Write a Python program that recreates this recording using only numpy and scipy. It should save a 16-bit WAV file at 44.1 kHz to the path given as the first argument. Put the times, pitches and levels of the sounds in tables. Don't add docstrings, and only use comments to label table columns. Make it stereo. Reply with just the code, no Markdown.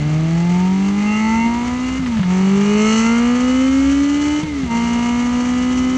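import sys
import numpy as np
from scipy import signal
from scipy.fft import rfft, irfft
from scipy.io import wavfile

SR = 44100
rng = np.random.default_rng(int(sys.argv[2]) if len(sys.argv) > 2 else 0)


def wav_record(signal):
    frames = np.transpose(np.atleast_2d(signal))
    bounded = np.clip(frames, -1, 1)
    quanta = np.round(bounded * 32767).astype(np.int16)
    wavfile.write(sys.argv[1], SR, quanta)


N = 263277
T = np.arange(N) / SR
FREQS = np.maximum(np.arange(N // 2 + 1) * SR / N, 1)
OPPOSED = np.array([[1], [-1]])
FLARE_S, BITE_S = .04, .055

# start_s, end_s, start_firing_hz, climb_hz_per_s, flare_hz, opening_s, effort_db
PULLS = [(0, 1.96, 146.3, 58.3, 5, 0, -6), (2.24, 4.4, 178.5, 60.2, 14, .08, 0),
         (4.69, 6, 231.2, 19.9, 0, .025, -3.5)]
# centre_hz, half_width_hz, level_db
FRAME_MODES = [(412, 70, -1), (680, 1000, -13), (885, 75, -4), (1247, 130, -1), (1683, 100, -7),
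               (2150, 330, -6), (2400, 1000, -12.5), (2927, 20, -9), (2940, 41, -13), (4510, 220, -15),
               (5900, 310, -31.5)]
# centre_hz, half_width_hz, level_db
MOUNT_MODES = [(267, 65, -23.5), (293, 26, -18.5), (400, 90, -43.5), (596, 57, -28.5), (820, 56, -40.5),
               (1110, 86, -41), (1290, 90, -46), (1410, 90, -42), (1950, 450, -49.5), (2900, 120, -51.5)]


def firing_note(turns, firing_hz, bite):
    # time_s, level_db
    air_level = [(0.0, -17.5), (0.6, -13.5), (1.01, -16), (1.48, -15.5), (1.58, -19.5), (2.06, -20.5),
                 (2.18, -15), (2.23, -18), (2.31, -13), (3.47, -14), (3.86, -12.5), (4.39, -17),
                 (4.42, -25), (4.64, -18.5), (4.67, -27), (4.72, -17.5), (4.87, -17), (5.97, -15.5)]
    # firing_hz, level_db, lag_rad
    mount_path = [(145, -16.5, .25), (185, -15.5, 0.25), (222, -16, 0.38), (231, -17.5, 0.74),
                  (238, -14, 0.35), (268, -11.5, 0.78), (269, -14.5, 1.5), (280.4, -11, 1.5),
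                  (293, -8.5, 3.2), (302, -10.5, 1.5)]
    # firing_multiple, level_db, left_minus_right_db
    uneven_tones = [(.75, -42, -1.5), (1.25, -48, -3), (1.5, -43, -1.5), (1.75, -47.5, -1.5)]
    air_db, = in_time(air_level)
    speeds, *columns = np.transpose(mount_path)
    mount_db, lag = (np.interp(firing_hz, speeds, c) for c in columns)
    mount_db = mount_db - 2 * bite
    angle = 2 * np.pi * turns
    air = from_db(air_db - 0.33 + 0.62 * drift(28)) * np.sin(angle)
    mount = from_db(mount_db + .4 * drift(18)) * np.sin(angle - lag)
    out = air - mount * OPPOSED
    for multiple, db, pan_db in uneven_tones:
        level = from_db(db + 4.96 * drift(1.64))
        out += level * np.sin(multiple * angle + 2 * np.pi * rng.random()) * pan(pan_db)
    return np.sqrt(2) * out


def overtones(turns, firing_hz, effort_db):
    # firing_multiple, level_db
    harmonics = [(2, 0), (3, -0.5), (4, 2), (5, -8), (6, -16)]
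    # centre_hz, half_width_hz, level_db, db_per_effort_db
    pipe_modes = [(312, 67, -28, 0), (418.5, 29.6, -21, 4), (497, 43, -28, 2.5), (640, 34, -34.5, 0.8),
                  (719, 41, -37.5, 0), (912.6, 41.6, -33.5, -1.56)]
    pipes = [(hz, width_hz, db + share * effort_db) for hz, width_hz, db, share in pipe_modes]
    out = 0
    for multiple, db in harmonics:
        level = from_db(db + 1.33 * drift(7.4)) * response(pipes, multiple * firing_hz)
        out = out + level * np.sin(2 * np.pi * (multiple * turns + rng.random()) + 0.28 * OPPOSED)
    return np.sqrt(2) * out * pan(-1.6)


def engine_speed():
    knee_hz, flattening, fall_hz_per_s = 245, .00215, 275
    points = []
    for start, end, start_hz, climb, flare_hz, _, _ in PULLS:
        if points:
            top_s, top_hz = points[-1]
            bite_at = start - BITE_S
            points.append((bite_at, top_hz - fall_hz_per_s * (bite_at - top_s)))
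        s = np.linspace(start, end, 20)
        hz = start_hz + climb * (s - start)
        hz = hz - flattening * np.maximum(hz - knee_hz, 0) ** 2
        points += [*zip(s, hz), (end + FLARE_S, hz[-1] + flare_hz)]
    return in_time(points)[0]


def rider():
    coast_db = -5.5
    throttle, effort_db, bite = np.zeros((3, N))
    for start, end, _, _, _, opening_s, gear_db in PULLS:
        opened = np.interp(T, [start, start + opening_s, end, end + FLARE_S], [0, 1, 1, 0])
        throttle += opened
        effort_db += opened * (gear_db - coast_db)
        if start > 0:
            bite += np.interp(T, [start - 2 * BITE_S, start - BITE_S / 2, start + BITE_S], [0, 1, 0])
    return throttle, effort_db + coast_db, bite


def shaking_level(law, firing_hz, effort_db, throttle):
    db, share, per_octave, critical_hz, width_hz, swell_db, swell_share = law
    nearness = throttle / (1 + abs((firing_hz - critical_hz) / width_hz) ** 3)
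    steady = db + share * effort_db + per_octave * np.log2(firing_hz / critical_hz)
    return steady + nearness * (swell_db + swell_share * effort_db)


def engine_cycle(turns, low_db, size=8192, count=200):
    # firing_multiple, level_db
    strong_partials = [(4.25, 9.5), (4.75, 4.5), (5, 11), (5.25, 0.5), (5.5, 6.5), (5.75, 3), (6, 8),
                       (6.75, 3.5), (7, 6), (8, 5.5), (8.5, 0), (9, 3), (9.5, 5), (10, 9), (11, 8.5),
                       (11.5, 3.5), (12, 4.5), (13, 8.5)]
    multiple = np.arange(count) / 4
    db = np.where(multiple < 4, low_db, 0.)
    for k, strong_db in strong_partials:
        db[np.argmin(abs(multiple - k))] = strong_db
    sounding = (multiple > 2) & (multiple != 3) & (multiple != 4)
    phases = np.exp(2j * np.pi * rng.random(count))
    cycle = irfft(sounding * from_db(db) * phases, size) * size / np.sqrt(2)
    return np.interp(turns / 4 % 1 * size, np.arange(size), cycle)


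def buzz(turns, buzz_db):
    uneven = turns + .002 * drift(40)
    frame = rms_one(colour(engine_cycle(uneven, low_db=4), response(FRAME_MODES)))
    mount = colour(engine_cycle(uneven, low_db=-6), response(MOUNT_MODES))
    mount_db = .4 * (buzz_db - np.mean(buzz_db)) - 6.5
    return from_db(buzz_db + 1) * frame + from_db(mount_db) * mount * OPPOSED


def sizzle(turns, sizzle_db):
    # centre_hz, half_width_hz, level_db
    metal_modes = [(3020, 110, -2), (4050, 140, -7), (4340, 63, -3), (5410, 120, -4.5), (5920, 120, 0.5),
                   (6296, 110, 1), (6790, 160, -3), (7270, 130, -2.5), (7800, 140, -8)]
    angle = 2 * np.pi * turns
    pulse_db = 2.2 * np.cos(angle) + 2.5 * np.cos(angle / 2) + 0.84 * np.cos(angle / 4)
    pulse = rms_one(from_db(pulse_db + 1.4 * drift(41)))
    metal = response(metal_modes)
    mid = rms_one(colour(pulse * engine_cycle(turns, low_db=2), metal))
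    side = rms_one(colour(pulse * engine_cycle(turns, low_db=2), metal * FREQS ** 2))
    return from_db(sizzle_db) * (mid + from_db(-0.5) * side * OPPOSED)


def cover_rasp(turns, rasp_db, effort_db):
    # centre_hz, half_width_hz, level_db, db_per_effort_db
    cover_modes = [(2019, 73, -5.5, -0.67), (2082, 45, -5, -0.76), (2166, 31, -5.5, 0),
                   (2492, 70, -7.5, 0.5), (2749, 30, -8.5, -0.9), (2874, 58, -2, 2.06),
                   (4400, 78, -11.5, 0.5)]
    cylinders = [-3, -9, -6, -11]
    firing = turns.astype(int)
    at = np.flatnonzero(np.diff(firing))
    knocks = np.zeros(N)
    knocks[at] = from_db(np.take(cylinders, firing[at], mode="wrap") + 1.2 * rng.standard_normal(len(at)))
    rasp = 0
    for hz, width_hz, db, share in cover_modes:
        ringing = rms_one(colour(knocks, response([(hz, width_hz, 0)])))
        rasp = rasp + from_db(db + share * effort_db) * ringing
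    return from_db(rasp_db) * rasp * pan(-1.5)


def engine_whines(turns):
    # start_s, end_s, firing_multiple, level_db
    whines = [(1.1, 1.494, 9.5, -35.5), (1.05, 1.4, 6, -37), (1.056, 1.22, 13, -31), (1.8, 2, 11, -39),
              (2.806, 3.2, 6, -33), (2.76, 2.93, 10, -31), (2.842, 3.04, 13, -31.5),
              (2.95, 3.116, 12.75, -38), (3.02, 3.206, 9, -34), (3.41, 3.715, 11.5, -38.5),
              (4.095, 4.42, 10, -44), (4.15, 4.51, 7, -47.5), (3.947, 4.407, 15, -49),
              (4.475, 4.613, 7.25, -40.5), (4.72, 5.27, 9, -43), (4.719, 5.302, 12, -43.5),
              (4.775, 5.158, 12.25, -41), (5.31, 6.1, 11.75, -43.5)]
    out = np.zeros(N)
    for start, end, multiple, db in whines:
        swell = np.sqrt(fade(start, end, ramp_s=0.053))
        throb_db = np.cos(np.pi * turns / 2 + 2 * np.pi * rng.random())
        out += swell * from_db(db + throb_db + 2 * drift(40)) * np.sin(2 * np.pi * multiple * turns)
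    return np.sqrt(2) * out * pan(-1.5)


def gear_changes():
    # start_s, thump_db, clack_db
    knocks = [(1.996, -14, -30), (2.06, -43, -24.5), (2.17, -43, -26), (2.194, -8, -25.5), (2.23, -27, -24),
              (4.399, -33, -32), (4.433, -14, -25), (4.459, -25, -35), (4.632, -17.5, -29)]
    kicks, clack_level = np.zeros((2, N))
    for start, thump_db, clack_db in knocks:
        kicks[int(start * SR)] = from_db(thump_db)
        clack_level += from_db(clack_db) * (T >= start) * np.exp(-abs(T - start) / .009)
    thumps = ring(kicks, hz=169, width_hz=21) - 0.098 * ring(kicks, hz=61, width_hz=25)
    clacks = clack_level * stereo_noise(response([(1690, 1240, 0)]), side_db=-4)
    return thumps * pan(-2) + clacks


def transmission(turns, firing_hz):
    # start_s, end_s, firing_multiple, level_db
    meshes = [(-.1, 2.1, 4.78, 10), (-.1, 0.41, 7.25, 9), (2.25, 4.3, 6.13, 13), (2.25, 5.5, .9, -5.5),
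              (2.25, 4.4, 2.11, -2), (2.25, 3.6, 3.05, 0.5), (4.68, 6.1, 1.17, -0.5), (4.68, 6.1, 2.72, 1),
              (4.68, 5.5, 3.57, 8)]
    # firing_multiple, level_db
    engine_tones = [(.5, 1.5), (2, 1), (3, 1), (4, 3.5)]
    tones = [(multiple, db, fade(start, end, ramp_s=0.064)) for start, end, multiple, db in meshes]
    tones += [(multiple, db, 1) for multiple, db in engine_tones]
    out = np.zeros(N)
    for multiple, db, engaged in tones:
        level = engaged * from_db(db + 1.7 * drift(2.5)) * response(MOUNT_MODES, multiple * firing_hz)
        out += np.sqrt(2) * level * np.sin(2 * np.pi * multiple * turns + 0.25 * drift(10))
    return out * OPPOSED * pan(-1.7)


def clatter(turns, sizzle_db, shut):
    # frequency_hz, level_db
    chain_spectrum = [(1500, -12), (3200, -8.5), (3650, -23.5), (4400, -16), (5000, -16.5), (5600, -11.5),
                      (6200, -8), (7000, -11.5), (7700, -16.5), (8600, -29), (10000, -34), (12000, -46.5),
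                      (15000, -46.5)]
    pulse_db = 1.5 * np.cos(2 * np.pi * turns) + 0.85 * np.cos(np.pi * turns / 2)
    pulse = rms_one(from_db(pulse_db + 3.2 * drift(30)))
    shaking_db = sizzle_db - np.mean(sizzle_db)
    valves = from_db(0.13 * shaking_db - 38) * stereo_noise(response(FRAME_MODES), side_db=-5)
    chain_db = -39.5 + 1.12 * T - 4.5 * shut + .35 * shaking_db
    chain = from_db(chain_db) * stereo_noise(slope(chain_spectrum), side_db=-0.6) * pan(0.98)
    return pulse * (valves + chain)


def chassis_boom(turns, firing_hz):
    # centre_hz, half_width_hz, level_db
    chassis_mode = [(68.6, 7.1, -35)]
    level = response(chassis_mode, firing_hz / 4) * from_db(2 * drift(5))
    return np.sqrt(2) * level * np.sin(np.pi * turns / 2) * pan(-9.5)


def road():
    # time_s, level_db
    rumble_contour = [(0.05, -27), (0.26, -30.5), (0.77, -38), (1.51, -30), (1.63, -32), (2.18, -31),
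                      (2.35, -36.5), (3.98, -37), (4.59, -34), (4.64, -27), (4.79, -33), (5.9, -33)]
    # frequency_hz, level_db
    rumble_spectrum = [(20, -22), (42, -13.5), (56, -8), (66, -1.5), (76, 2.5), (100, -6), (130, -5),
                       (200, -5.5), (280, -10), (370, -21.5), (700, -18), (3000, -56)]
    # time_s, level_db
    shake_level = [(0, -22), (1.3, -18.5), (1.8, -21.5), (2.1, -17), (2.5, -21.5), (3.4, -23.5), (4.3, -22),
                   (4.7, -19.5), (5.1, -23), (5.97, -20.5)]
    # centre_hz, half_width_hz, level_db
    shake_bands = [(270, 69, -1), (400, 120, -15), (595, 30, -6), (840, 150, -14.5), (1400, 440, -22)]
    contour_db, = in_time(rumble_contour)
    rumble = from_db(0.75 * contour_db - 4) * stereo_noise(slope(rumble_spectrum), side_db=4.5) * pan(-6)
    shake_db, = in_time(shake_level)
    shake_gain = from_db(shake_db + 1.2 * drift(8))
    shake = shake_gain * rms_one(colour(rng.standard_normal(N), response(shake_bands)))
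    tyres = from_db(-42.5) * stereo_noise(response([(3400, 1900, 0)]), side_db=-10)
    return rumble + shake * OPPOSED + tyres


def from_db(db):
    return 10 ** (np.asarray(db) / 20)


def rms_one(x):
    return x / np.sqrt(np.mean(x ** 2) + 1e-20)


def in_time(rows):
    s, *columns = np.transpose(rows)
    return [np.interp(T, s, c) for c in columns]


def fade(start, end, ramp_s):
    return np.clip(np.minimum(T - start, end - T) / ramp_s, 0, 1)


def pan(db):
    return from_db(OPPOSED * db / 2)


def slope(points):
    hz, db = np.transpose(points)
    return from_db(np.interp(np.log(FREQS), np.log(hz), db))


def response(modes, hz=FREQS):
    gains = (from_db(db) / (1 + ((hz - centre) / width) ** 2) for centre, width, db in modes)
    return np.sqrt(sum(gain ** 2 for gain in gains))


def colour(x, gain):
    return irfft(rfft(x) * gain, N)


def drift(rate_hz):
    step, settle = 40, 2000
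    r = np.exp(-2 * step * np.pi * rate_hz / SR)
    noise = rng.standard_normal(N // step + settle + 2)
    slow = signal.lfilter([1], [1, -2 * r, r * r], noise)[settle:]
    return np.interp(np.arange(N) / step, np.arange(len(slow)), rms_one(slow))


def stereo_noise(gain, side_db):
    mid, side = colour(rng.standard_normal((2, N)), gain)
    return rms_one(mid + from_db(side_db) * side * OPPOSED)


def ring(clicks, hz, width_hz):
    r, w = np.exp(-np.pi * width_hz / SR), 2 * np.pi * hz / SR
    return signal.lfilter([0, np.sin(w)], [1, -2 * r * np.cos(w), r * r], clicks + 1e-18)


def scene():
    # level_db, db_per_effort_db, db_per_octave,
    # critical_firing_hz, half_width_hz, swell_db, swell_db_per_effort_db
    buzz_law = (-34, 1, -1, 230, 36, 5, 0.03)
    rasp_law = (-44.5, 0.5, -0.5, 219, 15, 13, -0.08)
    sizzle_law = (-41.5, 0.82, 6.5, 221, 10, 12.5, 0.93)
    firing_hz = engine_speed()
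    turns = np.cumsum(firing_hz) / SR
    throttle, effort_db, bite = rider()
    shut = 1 - throttle
    buzz_db, rasp_db, sizzle_db = (shaking_level(law, firing_hz, effort_db, throttle)
                                   for law in (buzz_law, rasp_law, sizzle_law))
    piping = from_db(-13.5 * shut) * overtones(turns, firing_hz, effort_db)
    buzzing = from_db(-2.5 * shut) * (buzz(turns, buzz_db) + sizzle(turns, sizzle_db))
    rattling = clatter(turns, sizzle_db, shut) + from_db(-2 * shut) * cover_rasp(turns, rasp_db, effort_db)
    note = firing_note(turns, firing_hz, bite)
    engine = note + chassis_boom(turns, firing_hz) + piping + buzzing + rattling
    return engine + engine_whines(turns) + transmission(turns, firing_hz) + road() + gear_changes()


def record(dry):
    ceiling, dull_hz, cutoff_hz = .9, 9500, 14600
    rounded = dry / (1 + (dry / ceiling) ** 12) ** (1 / 12)
    dulled = signal.sosfilt(signal.butter(4, dull_hz, fs=SR, output="sos"), rounded)
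    return signal.sosfilt(signal.cheby2(12, 70, cutoff_hz, fs=SR, output="sos"), dulled)


dry = scene()
out = record(dry)
wav_record(out)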